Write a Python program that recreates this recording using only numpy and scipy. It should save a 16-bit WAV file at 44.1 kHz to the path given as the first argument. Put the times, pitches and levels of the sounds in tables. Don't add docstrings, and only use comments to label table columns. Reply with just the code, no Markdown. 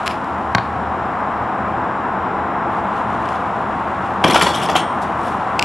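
import sys
import numpy as np
from scipy import signal
from scipy.fft import rfft, irfft
from scipy.io import wavfile

SR = 44100
rng = np.random.default_rng(int(sys.argv[2]) if len(sys.argv) > 2 else 0)


def digitize_waveform(pressure):
    field = np.atleast_2d(pressure).T
    bounded = np.clip(field, -1, 1)
    quanta = np.round(bounded * 32767).astype(np.int16)
    wavfile.write(sys.argv[1], SR, quanta)


N = 248724
TIME = np.arange(N) / SR


# time in seconds, gain in dB.
TRAFFIC_GAIN = [(0, -21.4), (.65, -21.5), (1.0, -20), (2.8, -19), (3.7, -20), (5.64, -19.5)]
ROAR_SPECTRUM = [(15, -46), (25, -30.5), (43, -12), (61, -17), (75, -6.5), (152, -7), (205, -2.5),
                 (300, -7), (333, -4.5), (371, -6.5), (592, -5.5), (672, 0), (964, 1), (1350, -4),
                 (4000, -37.5), (5200, -74), (8800, -120)]
# frequency in Hz, width in Hz, level in dB relative to the traffic gain.
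ENGINE_DRONES = [(124.2, 9, -23.5), (201.8, 47, -17), (264.2, 40, -20.5), (336.2, 31, -20),
                 (785, 87, -13.5), (1052, 154, -11.5)]
# time in seconds, level in dB.
LOW_HUM_LEVEL = [(.2, -41.5), (.8, -36), (1.8, -41.5)]
HISS_SPECTRUM = [(4000, -1.5), (5400, 4.5), (6300, -7.5), (7300, 2.5), (8400, -10.5), (9500, -2),
                 (10500, -26), (12000, -38.5)]

# time in seconds, level in dB.
RUBBING_LEVEL = [(0, -43), (.3, -50), (2.6, -61.5), (2.85, -50.5), (4.2, -48.5), (5.64, -46)]
# peak time in seconds, level in dB, half-length in seconds.
FABRIC_SWISHES = [(2.76, -48.5, 0.037), (2.98, -45, 0.032), (3.14, -47.5, 0.041), (3.31, -45, 0.091),
                  (4.07, -48, 0.037)]
CLOTH_SPECTRUM = [(800, -27.5), (2800, 16.5), (5000, -2), (7000, -2.5), (10000, -6.5), (11500, -14.5),
                  (13000, -43)]

# start in seconds, length in seconds, from Hz, to Hz, level in dB.
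RISING_TONE = (.73, .115, 60, 265, -26.5)

# start in seconds, level in dB, t60 in seconds.
GRIT_CRACKS = [(.0605, -22.5, 0.05), (.0662, -21, 0.012), (.0702, -20, 0.0068), (.0779, -11.5, 0.0047),
               (.245, -34, 0.0073), (3.2565, -34, .015), (3.2895, -31, .015), (3.3305, -38, .02),
               (3.358, -34.5, .025)]
GRIT_SPECTRUM = [(200, -10), (1700, 6), (2900, 3.5), (3800, -2.5), (5200, -5), (6200, -16), (7200, -9),
                 (9000, -17), (11800, -16), (13000, -46)]
# start in seconds, level in dB.
DRY_CLICKS = [(5.5931, -3), (5.595, -2.5), (5.611, -22), (5.6255, -1)]
# frequency in Hz, level in dB, t60 in seconds.
CLICK_RING = [(2320, -2, 0.0087), (2810, -1.5, 0.0085), (4840, -5, 0.0043), (5570, -9.5, 0.0057),
              (7350, -9, 0.0024)]

# start in seconds, level in dB.
GROUND_BOUNCES = [(0.5491, -0.5)]
# frequency in Hz, level in dB, t60 in seconds.
BALL_MODES = [(112, -11.5, 0.11), (199, -10.5, 0.069), (267, -14, 0.056), (375, -22.5, 0.11),
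              (847, -6.5, 0.043), (1120, -7, 0.072), (1587, 1.5, 0.018), (3170, -9, 0.012),
              (3890, -12.5, 0.013), (4400, -10, 0.0056), (5230, -21, 0.0089)]
SLAP_SPECTRUM = [(100, -4), (1300, 6), (1950, 4.5), (2800, -9.5), (4500, -7), (6200, -27), (11000, -34),
                 (13500, -53)]

# start in seconds, level in dB, pitch in Hz.
LINK_CLINKS = [(4.278, -26, 5560), (4.3, -22, 3250), (4.3217, -19, 2290), (4.334, -24, 5430),
               (4.4225, -19.5, 4480), (4.424, -22, 9200), (4.468, -22, 4310), (4.5434, -24, 3100),
               (4.6305, -26, 3100), (4.661, -31, 5130), (4.7605, -25, 3830), (4.7625, -26.5, 6700)]
# ratio to its pitch, level in dB, t60 in seconds.
LINK_RING = [(1, 5.5, 0.025), (1.08, -4, 0.034), (1.37, -20, .02), (1.79, -5, .02)]
CHAIN_SPECTRUM = [(2000, -6), (3500, 8), (4600, 0), (5500, 2), (6300, -1), (8000, -1), (9700, -2),
                  (10500, -4), (12000, -7.5), (14000, -51)]
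# frequency in Hz, level in dB.
HOOK_RING = [(3795, 0), (4694, -2), (5512, -1), (5975, -3), (6653, -5), (7526, -5), (8660, -1)]
# peak in seconds, level in dB, half-length in seconds.
BALL_BRUSHES = [(5.03, -40.5, 0.011), (5.27, -45.5, 0.053)]

# start in seconds, level in dB, pitch in Hz.
BRACKET_SLAPS = [(4.2425, -11, 800), (4.2465, -5, 284), (4.2565, -6, 996), (4.2725, -11, 760),
                 (4.2845, -12, 387), (4.292, -7.5, 275), (4.3, -19, 1010), (4.357, -5, 695),
                 (4.4125, -12, 1013), (4.462, -10, 1010), (4.4955, -14, 850), (4.689, -12, 665),
                 (4.7545, -1, 748)]
# ratio to its pitch, level in dB, t60 in seconds.
PANEL_RING = [(1, -0.5, 0.041), (1.52, -10.5, 0.051), (1.88, -10.5, .04)]
# start in seconds, level in dB.
BOARD_HITS = [(4.2415, -3)]

# start in seconds, board level in dB, steel dB, chain dB.
HOOP_KNOCKS = [(4.2403, -5.5, -15.5, -49), (4.297, -16, -29, -32), (4.344, -12, -17.5, -39),
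               (4.3565, -12.5, -18.5, -39), (4.4108, -6.5, -16.5, -22), (4.421, -10, -24.5, -36),
               (4.4658, -12.5, -26, -30), (4.538, -29.5, -33.5, -27), (4.616, -17, -34, -27.5),
               (4.687, -16.5, -30, -28), (4.7527, -15, -20.5, -24)]
THUMP_SPECTRUM = [(90, -32), (165, 4.5), (240, -6.5), (350, 0.5), (500, -12.5), (900, -44)]
BOARD_SPECTRUM = [(150, -11), (420, 6.5), (720, 9), (1150, 6), (1600, 2.5), (2400, -12), (5000, -17.5)]
# frequency in Hz, level in dB.
BOARD_RING = [(506, -4), (600, -4), (680, 0), (759, 0), (964, -2), (1025, -2), (1155, -2), (1412, -4)]
STEEL_SPECTRUM = [(700, -32), (1400, 0.5), (1750, -1.5), (2150, -1.5), (2500, -1), (3350, 1), (3900, -21),
                  (5400, -17.5), (6500, -34), (12000, -39)]
# frequency in Hz, level in dB.
STEEL_RING = [(1730, 1), (1860, -4), (1959, -1), (2287, -4), (2471, -2), (2748, 0), (2870, -1), (3116, -1),
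              (3218, -2), (3248, -4), (3417, 0.5), (3490, -2), (3762, -6), (4339, -10)]
# delay in seconds, level in dB, t60 in seconds.
POLE_RATTLE = (0.0022, -11, 0.46)
BOARD_RATTLE = (0.015, -18.5, 0.38)
RIM_RATTLE = (0.043, -29.5, 0.49)
CHAIN_RATTLE = (0.041, -23, 1.4)

# frequency in Hz, difference in dB.
CAPSULE_BALANCE = [(60, .5), (250, 1.5), (1000, 1.6), (2000, 2), (4000, 2.9), (12000, 3.2)]

KNOCK_T60_S, LINGER_DB_PER_DB = 0.025, 0.95
PRESS_S = 0.0055
THUMP_DB, THUMP_T60_S = -21.5, 0.29
JOLT_RE_STEEL_DB, JOLT_T60_S = -8, 0.061
CHAIN_LAG_S, CLASH_T60_S = 0.011, 0.13
SHUDDER_GAP_S, SHUDDER_TAP_T60_S = 0.014, 0.048
WALL_DELAY_S = 0.0333


def amp(db):
    return 10 ** (np.asarray(db) / 20)


def unit_energy(response):
    return response / np.sqrt(np.sum(response ** 2, axis=-1, keepdims=True))


def through(x, response):
    return signal.fftconvolve(x, response, axes=-1)[..., :N]


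def level(rows):
    return amp(np.interp(TIME, *np.transpose(rows)))


def swells(rows):
    power = sum((amp(db) * np.exp(-.5 * ((TIME - s) / half) ** 2)) ** 2 for s, db, half in rows)
    return np.sqrt(power)


def fade(start, t60):
    age = TIME - start
    return (age >= 0) * amp(-60 * np.clip(age / t60, 0, 2))


def dull(x, cut_hz, order=2):
    return signal.sosfilt(signal.butter(order, min(cut_hz, SR / 2 - 1), fs=SR, output="sos"), x)


def colour(points, size=8192):
    hz, db = np.transpose(points)
    log_hz = np.log(np.fft.rfftfreq(size, 1 / SR) + 1)
    beyond = np.abs(log_hz - np.clip(log_hz, np.log(hz[0]), np.log(hz[-1])))
    log_gain = np.log(amp(np.interp(log_hz, np.log(hz), db))) - 2 * beyond
    cepstrum = irfft(log_gain)[:size // 2]
    cepstrum[1:] *= 2
    return unit_energy(irfft(np.exp(rfft(cepstrum, size))))


def body(spectrum, modes, t60, ring_db):
    t = TIME[:SR]
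    ring = sum((-1) ** k * amp(db) * np.sin(2 * np.pi * hz * t) for k, (hz, db) in enumerate(modes))
    ring = unit_energy(ring * fade(0, t60)[:SR])
    return unit_energy(colour(spectrum, size=SR) + amp(ring_db) * ring)


def grains(per_s, spread_db):
    sizes = amp(spread_db * np.clip(rng.standard_normal(N), -2, 2)) * rng.choice([-1, 1], N)
    clicks = sizes * (rng.random(N) < per_s / SR)
    return clicks / np.std(clicks)


def taps(blows):
    pulses = np.zeros(N)
    for s, db in blows:
        pulses[round(s * SR)] += amp(db)
    return pulses


def struck(blows, modes):
    t = TIME[:SR // 2]
    ring = sum((-1) ** k * amp(db - 60 * t / t60) * np.sin(2 * np.pi * hz * t)
               for k, (hz, db, t60) in enumerate(modes))
    return through(taps(blows), ring)


def pitched(blows, modes):
    return sum(struck([(s, db)], [(hz * ratio, mode_db, t60) for ratio, mode_db, t60 in modes])
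               for s, db, hz in blows)


def spot(tint_db, spot_t60=0.012):
    t = TIME[:1024]
    ripple = unit_energy(rng.standard_normal(len(t)) * amp(-60 * t / spot_t60))
    return unit_energy(signal.unit_impulse(len(t)) + amp(tint_db) * ripple)


def contacts(rows, crack_db, per_s, spread_db, hold_s=0, tint_db=-5):
    chatter = grains(per_s, spread_db)
    force = np.zeros(N)
    for s, db, t60 in rows:
        start = round(s * SR)
        span = slice(start, start + SR // 2)
        grain_run = chatter[span]
        dying_s = np.maximum(TIME[:len(grain_run)] - hold_s, 0)
        blow = grain_run * amp(-60 * dying_s / t60)
        blow[0] += amp(crack_db)
        force[span] += amp(db) * signal.fftconvolve(blow, spot(tint_db))[:len(blow)]
    return force


def shudder(delay, db, t60, count=28):
    early, uneven = rng.uniform(-1.5, 1, (count, 2)).T
    age = SHUDDER_GAP_S * np.abs(np.arange(count) + .3 * early)
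    slam_s = HOOP_KNOCKS[0][0]
    return [(slam_s + delay + a, db + 2 * u - 60 * a / t60, SHUDDER_TAP_T60_S) for a, u in zip(age, uneven)]


def drone(hz, width_hz):
    b, a = signal.iirpeak(hz, hz / width_hz, fs=SR)
    tone = signal.lfilter(b, a, signal.lfilter(b, a, rng.standard_normal(N)))
    return tone / np.std(tone)


def traffic(roar_db=-1.0):
    roar = amp(roar_db) * through(rng.standard_normal(N), colour(ROAR_SPECTRUM))
    engines = sum(amp(db) * drone(hz, width_hz) for hz, width_hz, db in ENGINE_DRONES)
    low_hum = level(LOW_HUM_LEVEL) * drone(hz=78.6, width_hz=7.1)
    return level(TRAFFIC_GAIN) * (roar + engines) + low_hum


def ambience(hiss_db=-59):
    return traffic() + amp(hiss_db) * through(rng.standard_normal(N), colour(HISS_SPECTRUM))


def rustle():
    strength = np.hypot(level(RUBBING_LEVEL), swells(FABRIC_SWISHES))
    return strength * through(grains(per_s=4100, spread_db=5.5), colour(CLOTH_SPECTRUM))


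def low_whoop():
    start, length, from_hz, to_hz, db = RISING_TONE
    progress = np.clip((TIME - start) / length, 0, 1)
    phase = 2 * np.pi * np.cumsum(from_hz + (to_hz - from_hz) * progress) / SR
    arch = np.sqrt(4 * progress * (1 - progress))
    return amp(db) * arch * np.sin(phase)


def grit():
    fractures = contacts(GRIT_CRACKS, crack_db=18.5, per_s=8000, spread_db=15.0)
    return through(fractures, colour(GRIT_SPECTRUM))


def dry_clicks(crunch_db=-17, crunch_t60=0.011):
    edge = sum(amp(db + crunch_db) * fade(s, crunch_t60) for s, db in DRY_CLICKS)
    crunch = edge * rng.standard_normal(N)
    return struck(DRY_CLICKS, CLICK_RING) + through(crunch, colour(GRIT_SPECTRUM))


def dribble(slap_db=-5, slap_t60=0.009, squash_s=0.0031):
    stones = grains(per_s=12000, spread_db=3)
    press = 0
    for s, db in GROUND_BOUNCES:
        release = s + squash_s
        held_then_fading = np.where(TIME < release, TIME >= s, fade(release, slap_t60))
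        press = press + amp(db + slap_db) * held_then_fading
    return through(press * stones, colour(SLAP_SPECTRUM)) + struck(GROUND_BOUNCES, BALL_MODES)


def clinks():
    return pitched(LINK_CLINKS, LINK_RING)


def chain_net():
    jolts = [(s, steel_db + JOLT_RE_STEEL_DB, JOLT_T60_S) for s, _, steel_db, _ in HOOP_KNOCKS]
    clashes = [(s + CHAIN_LAG_S, chain_db, CLASH_T60_S) for s, _, _, chain_db in HOOP_KNOCKS]
    blows = [*jolts, *clashes, *shudder(*CHAIN_RATTLE)]
    links = contacts(blows, crack_db=1, per_s=2600, spread_db=4, tint_db=-2)
    brushes = swells(BALL_BRUSHES) * grains(per_s=3000, spread_db=4.5)
    return through(links + brushes, body(CHAIN_SPECTRUM, HOOK_RING, t60=.55, ring_db=-13))


def panel():
    return pitched(BRACKET_SLAPS, PANEL_RING)


def ball_on_hoop(soft_hz=1300):
    return dull(struck(BOARD_HITS, BALL_MODES), soft_hz)


def hoop():
    s, board_db, steel_db, _ = np.transpose(HOOP_KNOCKS)
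    t60 = KNOCK_T60_S * amp(-LINGER_DB_PER_DB * board_db)
    pole_blows = [*[(start, THUMP_DB, THUMP_T60_S) for start in s], *shudder(*POLE_RATTLE)]
    board_blows = [*zip(s, board_db, t60), *shudder(*BOARD_RATTLE)]
    steel_blows = [*zip(s, steel_db, t60), *shudder(*RIM_RATTLE)]
    on_pole = contacts(pole_blows, crack_db=16.0, per_s=3600, spread_db=6.5)
    on_board = contacts(board_blows, crack_db=13, per_s=1200, spread_db=1.5, hold_s=PRESS_S)
    on_steel = contacts(steel_blows, crack_db=13.0, per_s=1600, spread_db=5, hold_s=PRESS_S)
    thump = through(on_pole, colour(THUMP_SPECTRUM))
    board = through(on_board, body(BOARD_SPECTRUM, BOARD_RING, t60=0.67, ring_db=-5.5))
    steel = through(on_steel, body(STEEL_SPECTRUM, STEEL_RING, t60=0.55, ring_db=-10.5))
    return amp(-6.0) * thump + amp(-1.0) * board + amp(4.5) * steel


def radiated(x, cut_hz=80):
    return signal.sosfilt(signal.butter(2, cut_hz, "high", fs=SR, output="sos"), x)


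def wall_echo(x, echo_db, cut_hz):
    delayed = np.interp(TIME - WALL_DELAY_S, TIME, x, left=0)
    return x + amp(echo_db) * dull(delayed, cut_hz)


def yard(x, t60, wet_db, cut_hz):
    build_up = np.minimum(TIME[:SR] / WALL_DELAY_S, 1) ** 2
    scatter = rng.standard_normal(SR) * fade(0, t60)[:SR] * build_up
    return x + amp(wet_db) * dull(through(x, unit_energy(scatter)), cut_hz)


def sideways(x, side_db=-17, t60=0.03):
    return amp(side_db) * through(x, unit_energy(rng.standard_normal(SR) * fade(0, t60)[:SR]))


def microphones(x, side, width_db=-19.5):
    balance_db = np.interp(np.fft.rfftfreq(N, 1 / SR), *np.transpose(CAPSULE_BALANCE))
    pair = irfft(rfft(x) * amp(np.outer([.5, -.5], balance_db)), N)
    difference = amp(width_db) * ambience() + side
    return pair + np.outer([1, -1], difference)


def scene():
    shoes = yard(wall_echo(grit(), echo_db=-12.0, cut_hz=6000), t60=0.2, wet_db=-10.5, cut_hz=19000)
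    clicks = yard(dry_clicks(), t60=0.26, wet_db=-8.5, cut_hz=19000)
    bounce = wall_echo(radiated(dribble()), echo_db=-7.0, cut_hz=4400)
    ball = yard(bounce, t60=.33, wet_db=-17, cut_hz=9000)
    board_and_rim = radiated(ball_on_hoop() + hoop() + panel())
    basket = yard(board_and_rim + chain_net() + clinks(), t60=0.13, wet_db=-9.0, cut_hz=8500)
    play = ball + shoes + clicks + basket + rustle() + low_whoop()
    return microphones(play + ambience(), sideways(play))


def record(dry, ceiling=0.95, cutoff_hz=14000):
    lean = signal.sosfilt(signal.butter(4, 36, "high", fs=SR, output="sos"), dry)
    rounded = lean / (1 + (lean / ceiling) ** 4) ** (1 / 4)
    return signal.sosfilt(signal.ellip(8, .5, 80, cutoff_hz, fs=SR, output="sos"), rounded)


dry = scene()
out = record(dry)
digitize_waveform(out)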